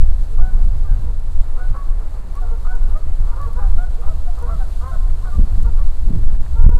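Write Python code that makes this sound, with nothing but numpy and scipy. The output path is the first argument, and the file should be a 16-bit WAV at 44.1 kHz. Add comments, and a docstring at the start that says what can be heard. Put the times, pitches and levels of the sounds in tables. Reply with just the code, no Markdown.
"""On a windy lake ringed by trees, distant swans honk and croak, and the trees throw the calls back.
Honks are sums of four sine partials; croaks are slow pulses mixed with breath noise.
Wind buffets the bare microphone with a heavy rumble of shaped noise, and at set moments overloads it.
Under it lie the murmur of the far flock and the hiss of ripples and reeds, both shaped noise,
with faint bright ticks and small puffs of wind made of short noise bursts."""
import sys
import numpy as np
from scipy import signal
from scipy.fft import rfft, irfft, next_fast_len
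from scipy.io import wavfile
from scipy.ndimage import uniform_filter1d

SR = 44100
rng = np.random.default_rng(int(sys.argv[2]) if len(sys.argv) > 2 else 0)


def file_out(sig):
    """Save sig as 16-bit WAV at sys.argv[1]."""
    # one column per channel
    cols = np.atleast_2d(sig).T
    # limit, then scale
    lim = np.clip(cols, -1, 1)
    pcm = np.round(lim * 32767).astype(np.int16)
    wavfile.write(sys.argv[1], SR, pcm)


def magnitude_from_level(level_db):
    """Linear magnitude for a level in decibels (20 dB per decade)."""
    exponent = np.asarray(level_db, float) / 20
    return 10 ** exponent


N = 299439  # length of the scene in samples

# how the swan's windpipe boosts or weakens each pitch: (pitch_hz, gain_db)
WINDPIPE_CURVE = [(300, -8.5), (500, 4), (900, 1.5), (1200, 10), (1480, -1.5), (1700, -14), (2250, -19.5),
                  (4000, -49)]


def evened(x):
    """Scales a sound to an rms level of 1."""
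    return x / np.sqrt(np.mean(x ** 2) + 1e-20)


def read(points, hz):
    """Reads a spectrum on a log-frequency axis, silent outside its ends."""
    point_hz, point_db = np.transpose(points)
    return np.interp(np.log(hz + 1), np.log(point_hz + 1), point_db, left=-120, right=-120)


def along(rows):
    """Draws each column of a time table as a line through every sample."""
    row_s, *columns = np.transpose(rows)
    return [np.interp(np.arange(N) / SR, row_s, column) for column in columns]


def add(mix, start_s, sound):
    """Mixes a sound in at its start time, cut off where the mix ends."""
    part = mix[round(start_s * SR):][:len(sound)]
    part += sound[:len(part)]


def filtered(x, points, size):
    """Shapes a sound by a spectrum, working on a block of the given size."""
    gain = magnitude_from_level(read(points, np.fft.rfftfreq(size, 1 / SR)))
    return irfft(rfft(x, size) * gain, size)


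def noise(points):
    """Makes steady noise of the given spectrum, rms 1."""
    size = next_fast_len(N)
    return evened(filtered(rng.standard_normal(size), points, size)[:N])


def lumps(seconds, depth_db):
    """A random gain that wanders over about the given time, with the given rms depth."""
    width = max(round(seconds * SR), 1)
    smooth = uniform_filter1d(uniform_filter1d(rng.standard_normal(N), width), width)
    return magnitude_from_level(depth_db * evened(smooth))


def wobbled(hz, jitter):
    """Phase of a voice whose pitch trembles a little around hz; jitter is a share of the pitch."""
    wobble = evened(uniform_filter1d(rng.standard_normal(SR // 2), 150))[:len(hz)]
    return 2 * np.pi * np.cumsum(hz * (1 + jitter * wobble)) / SR


def honk(length_s, pitch_hz, glide_hz, first_db, octave_db):
    """A clean tone scoops up to pitch and sags at the end; the windpipe colours its upper two partials."""
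    scoop, scoop_s = 0.0907, 0.01754  # share by which both ends are flat, and how fast that dies away
    attack_s, release_s = .04, .04
    third_db, fourth_db = -6, -17  # relative to the octave, before the windpipe
    t = np.arange(0, length_s, 1 / SR)
    flat = scoop * (np.exp(-t / scoop_s) + np.exp((t - length_s) / scoop_s))
    hz = (pitch_hz + glide_hz * (t / length_s - .5)) * (1 - flat)
    phase = wobbled(hz, jitter=.005)
    tone = magnitude_from_level(first_db) * np.sin(phase) + magnitude_from_level(octave_db) * np.sin(2 * phase)
    for k, db in enumerate((third_db, fourth_db), start=3):
        tone += magnitude_from_level(octave_db + db + read(WINDPIPE_CURVE, k * hz)) * np.sin(k * phase)
    swell = np.minimum(t / attack_s, 1) * np.minimum((length_s - t) / release_s, 1)
    return np.sqrt(2) * tone * np.sin(np.pi / 2 * swell) ** 2


def croak(length_s, start_hz, end_hz, level_db, rough):
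    """Slow pulses through the windpipe; roughness shakes the pitch and mixes in breath noise each cycle."""
    size = round(length_s * SR)
    hz = start_hz + (end_hz - start_hz) * np.linspace(0, 1, size) ** 1.496
    phase = wobbled(hz, jitter=0.059 * rough)
    pulses = sum(np.cos(k * phase) for k in range(1, 16))
    breath = (1 + np.cos(phase)) ** 2 * rng.standard_normal(size)
    pulses = evened(filtered(pulses, WINDPIPE_CURVE, 4 * size)[:size])
    breath = evened(filtered(breath, WINDPIPE_CURVE, 4 * size)[:size])
    breath_share = np.clip(rough, 0, 1) ** 1.5
    voice = evened((1 - breath_share) * pulses + breath_share * breath)
    return magnitude_from_level(level_db) * voice * signal.windows.tukey(size, .85)


def shore(x):
    """Echoes of random sign: a dying scatter off the water and a late cluster from the tree line."""
    taps = np.zeros(SR // 2)
    slots = np.arange(300, len(taps) - 22, 22)  # one echo falls somewhere in each slot of 22 samples
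    taps[slots + rng.integers(0, 22, len(slots))] = rng.choice([-1., 1.], len(slots))
    t = np.arange(len(taps)) / SR
    scatter = magnitude_from_level(-60 * t / .9)  # falls 60 dB in 0.9 s
    tree_line = .3 * np.exp(-((t - .125) / .03) ** 2)
    taps *= scatter + tree_line
    return signal.fftconvolve(x, taps / np.linalg.norm(taps))[:N]


def flock():
    """All calls, direct and echoed; gusty air over the water makes the far calls flicker."""
    # clear notes, levels before the swell, pitch before the scoop:
    # (start_s, length_s, middle_pitch_hz, glide_from_start_to_end_hz, fundamental_db, octave_db)
    honks = [(0.288, 0.099, 452, -19, -49.2, -61), (0.381, 0.14, 744, 53, -42, -46.5),
             (0.828, 0.065, 620, -55, -65, -47), (0.852, 0.11, 795, -57, -53, -52.5),
             (1.054, 0.089, 478, -68, -47, -55.4), (1.508, 0.14, 487, 89, -53, -66),
             (1.569, 0.12, 746, 26, -47, -43.5), (1.728, 0.12, 568, -5, -60.0, -40.5),
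             (1.96, 0.119, 450, 61, -52, -57.5), (2.107, 0.093, 406, -76, -48.5, -60),
             (2.338, 0.078, 578, 58, -66.0, -39), (2.405, 0.06, 754, -73, -36, -45),
             (2.396, 0.13, 456.5, 24, -50, -53), (2.494, 0.081, 469, -22, -41, -47.8),
             (2.654, 0.12, 745.4, 46, -43, -40.5), (2.711, 0.067, 488, -7, -44, -40),
             (2.861, 0.069, 440, -62, -45, -58), (2.931, 0.073, 635, 77, -43.5, -43),
             (3.299, 0.072, 484, -16, -53, -44), (3.373, 0.11, 576.6, -13, -49, -34.5),
             (3.448, 0.064, 477, 0, -38, -47), (3.543, 0.085, 502.6, 52.5, -40.5, -39.0),
             (3.571, 0.129, 803, -129, -42, -52), (3.757, 0.12, 727, 92, -40, -41.5),
             (3.97, 0.056, 496, 73, -36.5, -63), (4.008, 0.1, 800, 46, -46.7, -75),
             (4.049, 0.064, 500, 79, -46, -43.6), (4.064, 0.08, 659, -43, -40.5, -45.5),
             (4.258, 0.061, 737, -24, -35.5, -53), (4.36, 0.051, 764, -123, -38, -59),
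             (4.395, 0.098, 486, 34, -40.5, -44), (4.453, 0.067, 570, 94, -67.1, -37),
             (4.474, 0.099, 679, -60, -40.5, -40), (4.583, 0.079, 778, -107, -39.5, -47.5),
             (4.808, 0.13, 527.5, 22, -51, -41.3), (4.901, 0.075, 756, -5, -39.5, -43),
             (4.897, 0.084, 674, -86, -41, -42.5), (4.913, 0.082, 555, -14, -54.0, -47.2),
             (5.21, 0.058, 553, 46, -69, -39), (5.239, 0.087, 743, -96, -44.5, -44),
             (5.298, 0.09, 602, 4, -58, -43), (5.641, 0.074, 477, -4, -45, -45),
             (5.778, 0.066, 590, -8, -50.5, -43), (6.538, 0.35, 477, 36.5, -47, -44)]
    # low hoarse notes, level before the fades:
    # (start_s, length_s, start_pulse_rate_hz, end_pulse_rate_hz, level_db, roughness_0_to_1)
    croaks = [(0.372, 0.053, 153, 142, -44, 0.65), (1.558, 0.062, 263.4, 234, -42, 0.43),
              (1.726, 0.063, 264.5, 259.5, -40, 0.5), (2.466, 0.068, 209, 237, -47.5, 0.2),
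              (2.639, 0.048, 227.4, 263, -38, 0.63), (2.862, 0.115, 222.7, 253.5, -49, 0.47),
              (3.2, 0.23, 161.5, 182.8, -46, 0.2), (3.347, 0.084, 172.2, 186.4, -39, 0.3),
              (3.546, 0.14, 188.6, 216.6, -41.5, 0.49), (3.993, 0.11, 205, 195.3, -44, 0.7),
              (4.36, 0.08, 250, 286, -41, 0.5), (4.433, 0.13, 191, 196.3, -43, 0.7),
              (4.789, 0.12, 241.5, 273.7, -39.5, 0.48), (5.215, 0.092, 260.6, 290, -43.5, 0.7),
              (5.64, 0.029, 227, 241, -43, 0.26), (5.772, 0.036, 266.3, 299, -44, 0.65)]
    calls = np.zeros(N)
    for start_s, *note in honks:
        add(calls, start_s, honk(*note))
    for start_s, *note in croaks:
        add(calls, start_s, croak(*note))
    calls *= lumps(.012, depth_db=1.8)
    return calls + magnitude_from_level(-10) * shore(calls)


def wind():
    """Turbulence at the microphone: noise layers of rumble, flutter and lumpy roar, swelled by gusts."""
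    # wind between gusts, before the microphone: (time_s, rumble_db, flutter_db)
    calm = [(.05, -2.5, -28.5), (.3, -17, -29), (.8, -13, -23.5), (1.2, -15, -28), (1.55, -16.5, -34),
            (1.9, -15, -34), (2.2, -20, -33.5), (2.5, -15, -33.5), (2.9, -16, -31), (3.3, -16.5, -33.5),
            (3.6, -12, -29.5), (3.95, -15.5, -32.5), (4.4, -12, -32), (4.9, -13.5, -29),
            (5.3, -13.5, -28.5), (5.95, -11.5, -36), (6.4, -17, -26), (6.79, -15.5, -36)]
    # gusts that strike the capsule, length between the points where they have sunk to 1/e:
    # (middle_s, length_s, rumble_db, flutter_db, roar_db)
    gusts = [(0.406, .08, -4, -24.5, -39), (0.555, 0.09, -9, -30, -42.5), (.66, .1, -3, -38, -38.5),
             (0.925, 0.051, -7.5, -19.5, -43), (1.041, 0.07, -8.5, -41, -43), (1.389, .08, -5.5, -41, -55),
             (1.71, 0.053, -6, -19, -51), (2.86, 0.11, -9, -39, -59), (3.088, 0.1, -9, -30, -52),
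             (3.224, 0.066, -11, -22, -58), (3.434, 0.12, -13, -31, -49), (3.73, 0.23, -7, -26, -46.5),
             (4.088, 0.17, -10.5, -24, -60), (4.535, 0.093, -12, -27, -42.5), (5.117, 0.12, -6.5, -28, -50),
             (5.405, 0.093, -2.5, -18, -27), (5.572, 0.18, -7, -21, -40), (5.666, 0.15, -17, -18.5, -39.5),
             (5.834, .07, -12, -26, -57), (6.135, 0.16, -7, -14.5, -29), (6.272, 0.078, -3, -37, -42),
             (6.371, 0.093, -6, -25, -36.5), (6.612, 0.21, -4.5, -21.5, -41),
             (6.678, 0.079, 0.5, -12.5, -36), (6.75, .04, -1.5, -33, -32.5)]
    # spectra of the three layers, relative level in each hertz: (pitch_hz, level_db)
    rumble_curve = [(1.8, -14.5), (3.0, 0), (24, 2.5), (36, -11), (70, -18), (91, -33), (150, -120)]
    flutter_curve = [(35, 10), (55, -7), (90, -5), (140, -15), (190, -30)]
    roar_curve = [(110, -75), (160, 5.5), (250, -4.5), (400, -17), (700, -29.5)]
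    rumble_db, flutter_db = along(calm)
    # roar level at a flutter of -26 dB, and the share of the flutter's swings that it follows
    roar_db = -47.5 + 0.45 * (flutter_db + 26)
    t = np.arange(N) / SR
    power = magnitude_from_level([rumble_db, flutter_db, roar_db]) ** 2
    for middle_s, length_s, *gust_db in gusts:
        swell = np.exp(-2 * (2 * (t - middle_s) / length_s) ** 2)
        power += magnitude_from_level(gust_db)[:, None] ** 2 * swell
    rumble, flutter, roar = np.sqrt(power)
    lumpy_roar = evened(noise(roar_curve) * lumps(0.0083, depth_db=3))
    return rumble * noise(rumble_curve) + flutter * noise(flutter_curve) + roar * lumpy_roar


def bursts(events, low_hz, high_hz, decay_s):
    """Short band-limited bursts of noise, each with a quick rise and a soft fall."""
    out, t = np.zeros(N), np.arange(1500) / SR
    band = signal.butter(N=4, Wn=[low_hz, high_hz], btype="band", fs=SR, output="sos")
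    shape = t / decay_s * np.exp(1 - t / decay_s)
    for start_s, peak_db in events:
        grain = evened(signal.sosfilt(band, rng.standard_normal(len(t))))
        add(out, start_s, magnitude_from_level(peak_db) / 2 * grain * shape)  # noise peaks reach about twice its rms
    return out


def small_noises():
    """Faint ticks and puffs: bright bursts that die at once, and duller ones that last a little longer."""
    # faint bright ticks: (start_s, rough_peak_db)
    ticks = [(0.8605, -51), (1.1992, -44), (2.3536, -41), (2.7537, -42), (2.9737, -46), (3.4152, -43),
             (3.5304, -42.5), (4.0123, -45), (4.389, -42), (4.4254, -42), (5.63, -39), (6.2617, -40),
             (6.4044, -41)]
    # small puffs of wind: (start_s, rough_peak_db)
    puffs = [(5.1, -40), (5.138, -46), (5.508, -48), (5.552, -39), (5.599, -40), (6.054, -52), (6.233, -36),
             (6.259, -44), (6.3, -39), (6.346, -37.5), (6.462, -37.5)]
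    return bursts(ticks, 5000, 13000, decay_s=.0007) + bursts(puffs, 450, 1900, decay_s=.002)


def lake():
    """Shaped noise for the murmur of far birds and water, and for a hiss that crackles slightly."""
    # spectra, relative level in each hertz: (pitch_hz, level_db)
    murmur_curve = [(150, -15), (260, 1.5), (676, 0.5), (1170, -4), (2200, -16), (2860, -21), (4840, -120)]
    hiss_curve = [(1000, -1), (1700, -22.5), (1870, -19), (2730, -7.5), (4330, -3), (5560, -11), (7990, -6),
                  (12700, -14.5), (15600, -17)]
    # loudness of the hiss of ripples and reeds: (time_s, level_db)
    ripples = [(0.06, -57.5), (0.19, -56), (1.5, -58), (4.28, -56), (4.82, -53), (5.14, -56.5),
               (5.22, -54.5), (6.58, -56), (6.73, -59), (6.79, -56)]
    murmur = magnitude_from_level(-47) * evened(noise(murmur_curve) * lumps(.06, depth_db=.8))
    slow, crackle = lumps(0.037, depth_db=0.76), lumps(0.0017, depth_db=1.04)
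    hiss = evened(noise(hiss_curve) * slow * crackle)
    return murmur + magnitude_from_level(along(ripples)[0]) * hiss


def scene():
    """Birds, wind, small noises and lake at one microphone."""
    return (flock() + wind() + small_noises() + lake())[None]


def low_pass(x):
    """Removes everything above the highest recorded frequency."""
    return signal.sosfilt(signal.butter(12, 15710, fs=SR, output="sos"), x)


def record(dry):
    """Near its stop the capsule goes deaf to all but a sagging drift, then jolts free; peaks are clipped."""
    # the capsule is pushed toward its stop and goes deaf, jolt level before its shaping:
    # (start_s, length_s, deafness_0_to_1, jolt_on_release_db)
    overloads = [(.653, .006, 1, -36), (5.425, .005, 1, -30), (5.59, .002, 1, -40), (6.119, .003, 1, -40),
                 (6.241, .028, .45, -50), (6.369, .005, 1, -44), (6.374, .03, .45, -50),
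                 (6.671, .021, 1, -4), (6.698, .016, .55, -50), (6.745, .006, .9, -40)]
    t, after = np.arange(N) / SR, np.arange(1500) / SR
    deaf, sag, jolts = np.zeros(N), np.ones(N), np.zeros(N)
    jolt = np.minimum(after / .0013, 1) * np.exp(-after / .008)
    jolt += .016 * rng.standard_normal(len(after)) * np.exp(-after / .002)  # a brief crackle
    for start_s, length_s, deafness, jolt_db in overloads:
        end_s = start_s + length_s
        deaf[(t > start_s) & (t < end_s)] = deafness
        # the sag builds while the capsule is stuck and eases off afterwards
        stuck = np.clip(t - start_s, 0, length_s) * np.exp(-np.maximum(t - start_s - length_s, 0) / .012)
        sag *= np.exp(-(deafness ** 3 * stuck / .016) ** 2)
        add(jolts, end_s, magnitude_from_level(jolt_db) * jolt)
    lowpass = signal.butter(N=4, Wn=90., fs=SR, output="sos")
    drift = signal.sosfiltfilt(lowpass, dry)
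    rest = (dry - drift) * (1 - uniform_filter1d(deaf, 30))
    swing = 1.04 * np.tanh(1.15 * drift)  # the membrane stiffens on wide swings
    mix = np.clip(sag * swing + rest + jolts, -1, 1)
    return low_pass(mix)


dry = scene()
out = record(dry)
file_out(out)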